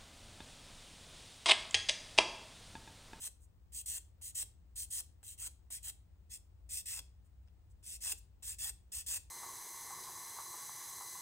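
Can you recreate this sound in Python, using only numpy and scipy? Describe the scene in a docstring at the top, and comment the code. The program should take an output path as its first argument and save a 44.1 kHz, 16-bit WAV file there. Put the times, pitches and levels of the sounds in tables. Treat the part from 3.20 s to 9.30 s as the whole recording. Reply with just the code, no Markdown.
"""A sponge nail buffer rasps over two fingernails in turn, mostly a light push, then a harder pull back.
Its grit ticks on the nail's edge thousands of times a second; the nail rings, and the pressed sponge
sounds hollow. Each pull slips off the edge and the fingertip springs back with a dull thump.
Two close microphone ports hear it with table reflections, a small room, rumble, hiss and a faint whine."""
import sys
import numpy as np
from scipy import signal
from scipy.fft import rfft, irfft, next_fast_len
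from scipy.io import wavfile
from scipy.ndimage import uniform_filter1d, map_coordinates

SR = 44100
rng = np.random.default_rng(int(sys.argv[2]) if len(sys.argv) > 2 else 0)


def log_audio(samples):
    """Write samples as a 16-bit WAV file to the path given in sys.argv[1]."""
    # one column per channel
    frames = np.atleast_2d(samples).T
    # limit to full scale, then quantise
    limited = np.clip(frames, -1, 1)
    pcm = np.round(limited * 32767).astype(np.int16)
    wavfile.write(sys.argv[1], SR, pcm)


N = 269010

# Strokes. Rasp and sponge are mid-stroke drive levels; positive lean is strongest late.
# light pushes away: start_s, end_s, rasp_db, lean_db, sponge_db, landing_db
PUSHES = [(0.52, 0.62, -43.5, 4.5, -83.5, -53), (1.014, 1.116, -45.5, -0.5, -81, -44.5),
          (1.556, 1.657, -41.5, -2.5, -85, -46.5), (2.03, 2.152, -49.5, 0, -82, -39.5),
          (2.504, 2.589, -43.5, -4, -70.5, -35.5), (3.095, 3.177, -49.5, 4, -77, -60.5),
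          (3.49, 3.617, -41.5, 2, -76, -51), (4.627, 4.769, -47.5, 9, -73, -54),
          (5.224, 5.352, -43.5, -1.5, -70.5, -45), (5.718, 5.827, -41.5, -4, -68, -43.5)]
# harder pulls back: start_s, end_s, rasp_db, lean_db, sponge_db, slip_db
PULLS = [(0, 0.079, -44, 2.5, -67, -33), (.658, 0.785, -41, -3, -70, -46),
         (1.146, 1.23, -39, 0.5, -70.5, -30.5), (1.703, 1.808, -39.5, -1, -70.5, -31),
         (2.176, 2.277, -45.5, 5, -67, -37), (2.624, 2.702, -44, 5, -67, -37),
         (3.655, 3.796, -43, -3.5, -66.5, -29.5), (4.804, 4.926, -40, 6, -62.5, -24.5),
         (5.384, 5.501, -40, -1, -64.5, -38), (5.862, 5.977, -37.5, -0.5, -61, -31.5)]


def amp(db):
    """Decibels to gain."""
    return 10 ** (np.asarray(db) / 20)


def unit(x):
    """Scale to rms 1."""
    return x / np.sqrt(np.mean(x ** 2) + 1e-20)


def along(points, hz):
    """Interpolate (freq_hz, value) points on a log axis."""
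    freq_hz, values = np.transpose(points)
    return np.interp(np.log(hz + 1), np.log(freq_hz + 1), values)


def wobble(rate_hz):
    """Smooth random curve."""
    knots = rng.standard_normal(int(N * rate_hz / SR) + 4)
    return map_coordinates(knots, [np.arange(N) * rate_hz / SR])


def filtered(x, response):
    """Apply a complex frequency response."""
    size = 2 * next_fast_len((N + SR // 2) // 2)
    return irfft(rfft(x, size) * response(np.fft.rfftfreq(size, 1 / SR)), size)[..., :N]


def colour(spectrum):
    """Causal response from (freq_hz, level_db) points; keeps white-noise power."""
    def response(hz):
        cepstrum = irfft(np.log(unit(amp(along(spectrum, hz)))))
        half = len(cepstrum) // 2
        cepstrum[1:half] *= 2
        cepstrum[half + 1:] = 0
        return np.exp(rfft(cepstrum))
    return response


def resonances(modes):
    """Response of band-pass modes of alternating sign."""
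    return lambda hz: sum(
        (-1) ** k * amp(db) * 1j * hz * width_hz / (centre_hz ** 2 - hz ** 2 + 1j * hz * width_hz)
        for k, (centre_hz, width_hz, db) in enumerate(modes))


def arc(progress, ends_db, flatness=2.7):
    """Level in dB re mid-stroke, reaching ends_db at start and end."""
    return np.where(progress < .5, *ends_db) * np.abs(2 * progress - 1) ** flatness


def stroke(start_s, end_s, attack_s=0.0017, release_s=0.001):
    """One pass over the nail: sample mask, contact (0-1), progress (0-1)."""
    t = np.arange(N) / SR
    span = (t >= start_s) & (t < end_s + 10 * release_s)
    rise = 1 - np.exp(-(t[span] - start_s) / attack_s)
    fall = np.exp(-np.maximum(t[span] - end_s, 0) / release_s)
    return span, rise * fall, np.clip((t[span] - start_s) / (end_s - start_s), 0, 1)


def stroke_gains(usual_rasp_db=-43.5, ring_db_per_db=0.72):
    """Rasp, ring and sponge drives swell with each stroke's speed and pressure."""
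    # buffer grazing the nail between runs: start_s, end_s, rasp_db
    grazes = [(0.204, 0.262, -70), (4.043, 4.078, -78), (4.499, 4.527, -75), (4.973, 4.995, -57.5)]
    kinds = [(PUSHES, (-11.5, -13), (-7.5, -6), -15.5),  # swells and fades evenly
             (PULLS, (-9, -2), (-19.5, 2.5), -14)]  # bears down until it leaves the nail
    gains = np.zeros((3, N))
    for strokes, rasp_ends_db, sponge_ends_db, ring_offset_db in kinds:
        for start_s, end_s, rasp_mid_db, lean_db, sponge_mid_db, _ in strokes:
            span, contact, progress = stroke(start_s, end_s)
            tilt_db = arc(progress, (-lean_db, lean_db), flatness=1.6)
            rasp_db = rasp_mid_db + arc(progress, rasp_ends_db) + tilt_db
            ring_db = usual_rasp_db + ring_offset_db + ring_db_per_db * (rasp_db - usual_rasp_db)
            sponge_db = sponge_mid_db + arc(progress, sponge_ends_db, flatness=1.7)
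            gains[:, span] += contact * amp([rasp_db, ring_db, sponge_db])
    for start_s, end_s, rasp_db in grazes:
        span, contact, progress = stroke(start_s, end_s)
        gains[0, span] += contact * amp(rasp_db + arc(progress, ends_db=(-5, -10)))
    return gains


def grit_ticks(rate_hz, spread_db, smooth):
    """Two trains of random ticks over a share of smooth rubbing, rms 1."""
    sizes = amp(spread_db * np.clip(rng.standard_normal((2, N)), -2, 2))  # graded: no outsize grains
    ticks = (rng.random((2, N)) < rate_hz / SR) * rng.choice([-1, 1], (2, N)) * sizes
    return unit(unit(ticks) + smooth * rng.standard_normal((2, N)))


def pressed_sponge(force, pressure, ref_db=-67, ref_hz=1250, damping=0.93):
    """Resonant high-pass that slides lower as the sponge is pressed harder."""
    hz, t, spectra = signal.stft(force, SR, nperseg=256)
    pressed = np.interp(t * SR, np.arange(N), pressure + amp(-100)) / amp(ref_db)
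    ratio = hz[:, None] * np.sqrt(pressed) / ref_hz
    highpass = ratio ** 2 / np.hypot(1 - ratio ** 2, damping * ratio)
    return signal.istft(spectra * highpass, SR, nperseg=256)[1][:, :N]


def rubbing(ring_trim_db=-2, sponge_trim_db=2, chatter_db=1.8, drag_db=0.9, coupling_power=0.097):
    """Sliding forces on grit, nail and sponge."""
    rasp, ring, sponge = stroke_gains()
    # pressure couples the buffer more firmly to the nail
    firmness = (sponge + amp(-110)) / (amp(-31) * rasp + amp(-110))
    ring = ring * firmness ** coupling_power
    # grit catches and slips in clumps; the hand drags unevenly
    catch = unit(amp(chatter_db * wobble(rate_hz=1100) + drag_db * wobble(rate_hz=130)))
    fine = grit_ticks(rate_hz=11000, spread_db=3, smooth=.6)
    coarse = grit_ticks(rate_hz=3500, spread_db=2, smooth=.7)
    hollow = pressed_sponge(grit_ticks(rate_hz=2000, spread_db=1.5, smooth=.7), sponge)
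    return catch * np.array([rasp * fine,
                             amp(ring_trim_db) * ring * coarse,
                             amp(sponge_trim_db) * sponge * hollow])


def nail_ring(force, gain_db=13, next_nail_s=2.95):
    """The nail under the buffer rings: first one, then the next."""
    # modes of each nail as held: centre_hz, width_hz, level_db
    first_modes = [(1930, 280, -8), (2664, 310, -3), (3230, 140, 3.5), (4050, 260, -2.5), (5170, 250, -10)]
    second_modes = [(1840, 270, -6.5), (2640, 170, 3.5), (3385, 160, 4.5), (5230, 550, 3.5)]
    on_first = np.arange(N) / SR < next_nail_s
    first = filtered(force * on_first, resonances(first_modes))
    second = filtered(force * ~on_first, resonances(second_modes))
    return amp(gain_db) * (first + second)


def buffer_on_nail(grit, nail, sponge):
    """Three forces sound as bright rasp, nail ring and hollow sponge."""
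    # spectral densities: freq_hz, level_db
    grit_spectrum = [(500, -33), (1500, -39), (3000, -19.5), (4200, -13), (5200, -12), (6300, -7),
                     (7200, -3), (7900, 0.5), (9200, 1), (10500, -3), (12500, -10.5), (14000, -9),
                     (16000, -14.5)]
    sponge_spectrum = [(120, -16.5), (300, -1.5), (550, 3.5), (780, 4), (1020, 5), (1280, -1), (1550, 0),
                       (1850, 3.5), (2250, -0.5), (2700, 4.5), (3400, -5), (5000, -21), (9000, -31)]
    rasp = filtered(grit, colour(grit_spectrum))
    return rasp + nail_ring(nail) + filtered(sponge, colour(sponge_spectrum))


def shifting_colour(x, depth_db=2.2):
    """Narrow bands of the rasp swell and fade at random."""
    spectra = signal.stft(x, nperseg=512)[2]
    swell = uniform_filter1d(rng.standard_normal(spectra.shape[1:]), size=3, axis=0)
    swell = uniform_filter1d(swell, size=12, axis=1)
    return signal.istft(spectra * unit(amp(depth_db * unit(swell))), nperseg=512)[1][:, :N]


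def bursts(events, t60_s):
    """Two independent trains of decaying noise bursts."""
    t = np.arange(SR // 5) / SR
    force = np.zeros((2, N + len(t)))
    for start_s, level_db in events:
        onset = max(round(start_s * SR), 0)
        envelope = amp(level_db - 60 * t / t60_s)
        force[:, onset:onset + len(t)] += envelope * rng.standard_normal((2, len(t)))
    return force[:, :N]


def contacts(slip_lead_s=.005):
    """Forces on grit, nail and sponge as pushes land, pulls slip off the edge and a nail taps."""
    # nail taps as the grip shifts: start_s, level_db
    taps = [(4.275, -74.5), (4.283, -70.5)]
    landings = [(start_s, db) for start_s, *_, db in PUSHES]
    slips = [(end_s - slip_lead_s, db) for _, end_s, *_, db in PULLS]
    # triples: grit, nail, sponge
    kinds = [(landings, (-11, -24, -23.5)), (slips, (-6, -16.5, -25)), (taps, (-10, -4.5, -2))]
    forces = []
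    for part, t60_s in enumerate((0.0035, .018, 0.028)):
        hits = [(start_s, db + share_db[part]) for events, share_db in kinds for start_s, db in events]
        forces.append(bursts(hits, t60_s))
    return forces


def fingertip_thump(drive_db=-49, delay_s=0.0053, usual_slip_db=-32, db_per_db=.4):
    """The fingertip springs back after each pull, harder after a harder slip."""
    # fingertip modes: centre_hz, width_hz, level_db
    modes = [(308, 120, 0), (506, 240, -1.5)]
    recoils = [(end_s + delay_s, drive_db + db_per_db * (slip_db - usual_slip_db))
               for _, end_s, *_, slip_db in PULLS]
    return filtered(bursts(recoils, t60_s=0.063), resonances(modes))


def table_reflections(x):
    """Echoes off the table and things on it ripple the spectrum."""
    # reflections: delay_ms, left_gain, right_gain
    echoes = [(1.3, 0.07, 0.074), (3.1, -0.058, -0.059), (7.4, 0.26, 0.24), (11.2, 0.17, 0.18)]
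    return filtered(x, lambda hz: 1 + sum(
        np.array([[left], [right]]) * np.exp(-2j * np.pi * hz * delay_ms / 1000)
        for delay_ms, left, right in echoes))


def room(x, build_s=0.014):
    """Diffuse tail; each frequency decays at its own rate."""
    # reverberation time: freq_hz, t60_s
    decay = [(200, 0.52), (1500, 0.29), (4000, 0.33), (8000, 0.26), (16000, 0.21)]
    hz, t, spectra = signal.stft(rng.standard_normal((2, SR // 2)), SR, nperseg=256)
    tail = signal.istft(spectra * amp(-60 * t / along(decay, hz)[:, None]), SR, nperseg=256)[1]
    tail *= 1 - np.exp(-(np.arange(tail.shape[1]) / SR / build_s) ** 2)
    return signal.fftconvolve(x[None], tail / np.linalg.norm(tail[0]), axes=1)[:, :N]


def background(rumble_db=-59.5, hiss_db=-79, whine_db=-91, whine_hz=15520, whine_width_hz=110):
    """Low room rumble, soft hiss and a faint thin whine."""
    # spectral densities: freq_hz, level_db
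    rumble_spectrum = [(15, -26.5), (30, -22), (42, -10.5), (58, 1.5), (72, -4), (95, -7.5), (135, -24),
                       (180, -21.5), (240, -35.5), (320, -31.5), (500, -42), (1000, -63.5)]
    hiss_spectrum = [(100, 3.5), (400, 0.5), (800, -1.5), (1500, -8.5), (4000, -13.5), (7000, -17),
                     (8600, -15), (11000, -16.5), (14000, -24), (16000, -20)]
    noise = lambda response: unit(filtered(rng.standard_normal((2, N)), response))
    whine = amp(whine_db) * noise(lambda hz: np.exp(-.5 * ((hz - whine_hz) / whine_width_hz) ** 2))
    rumble = amp(rumble_db) * noise(colour(rumble_spectrum))
    hiss = amp(hiss_db) * noise(colour(hiss_spectrum))
    return rumble + hiss + whine


def microphone_ports(pair, coherence):
    """Mix two independent signals to left and right with the ports' coherence, phase and balance."""
    # left port's phase lead: freq_hz, lead_rad
    lead = [(300, 0), (1300, .9), (1900, .1), (2350, 2.8), (2700, 1), (3050, 2.5), (4600, 3.2), (6600, 6.1),
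            (8000, 6.2), (10500, 3.14), (11700, 3.14), (12500, 2.3), (13900, 0)]
    # left port over right: freq_hz, level_db
    balance = [(60, 3), (1300, 4.5), (2400, 3), (4400, 4), (6000, 3), (7200, 0)]
    angle = lambda hz: np.arccos(np.clip(along(coherence, hz), -1, 1)) / 2
    common, apart = filtered(pair, lambda hz: np.array([np.cos(angle(hz)), np.sin(angle(hz))]))
    side = np.array([[.5], [-.5]])
    response = lambda hz: amp(side * along(balance, hz)) * np.exp(1j * side * along(lead, hz))
    return filtered(np.array([common + apart, common - apart]), response)


def scene(room_db=-16):
    """Close buffing with the room around it."""
    # likeness of the two ports: freq_hz, coherence
    direct_coherence = [(400, .5), (1000, .8), (5500, .72), (7200, .98), (8800, .86), (10100, .83),
                        (10500, .998), (11600, .998), (12800, .65), (14000, .99)]
    diffuse_coherence = [(60, 0.92), (150, 0.7), (350, 0.196), (5800, 0.17), (7300, .88), (10000, .7),
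                         (10500, 0.99), (11600, 1), (12800, 0.47), (14000, 0.67)]
    strokes = shifting_colour(buffer_on_nail(*rubbing()))
    buffing = strokes + buffer_on_nail(*contacts()) + fingertip_thump()
    direct = table_reflections(microphone_ports(buffing, direct_coherence))
    diffuse = amp(room_db) * room(buffing[0]) + background()
    return direct + microphone_ports(diffuse, diffuse_coherence)


def record(dry):
    """Brick-wall low-pass."""
    cutoff_hz = 15900
    return filtered(dry, lambda hz: hz < cutoff_hz)


dry = scene()
out = record(dry)
log_audio(out)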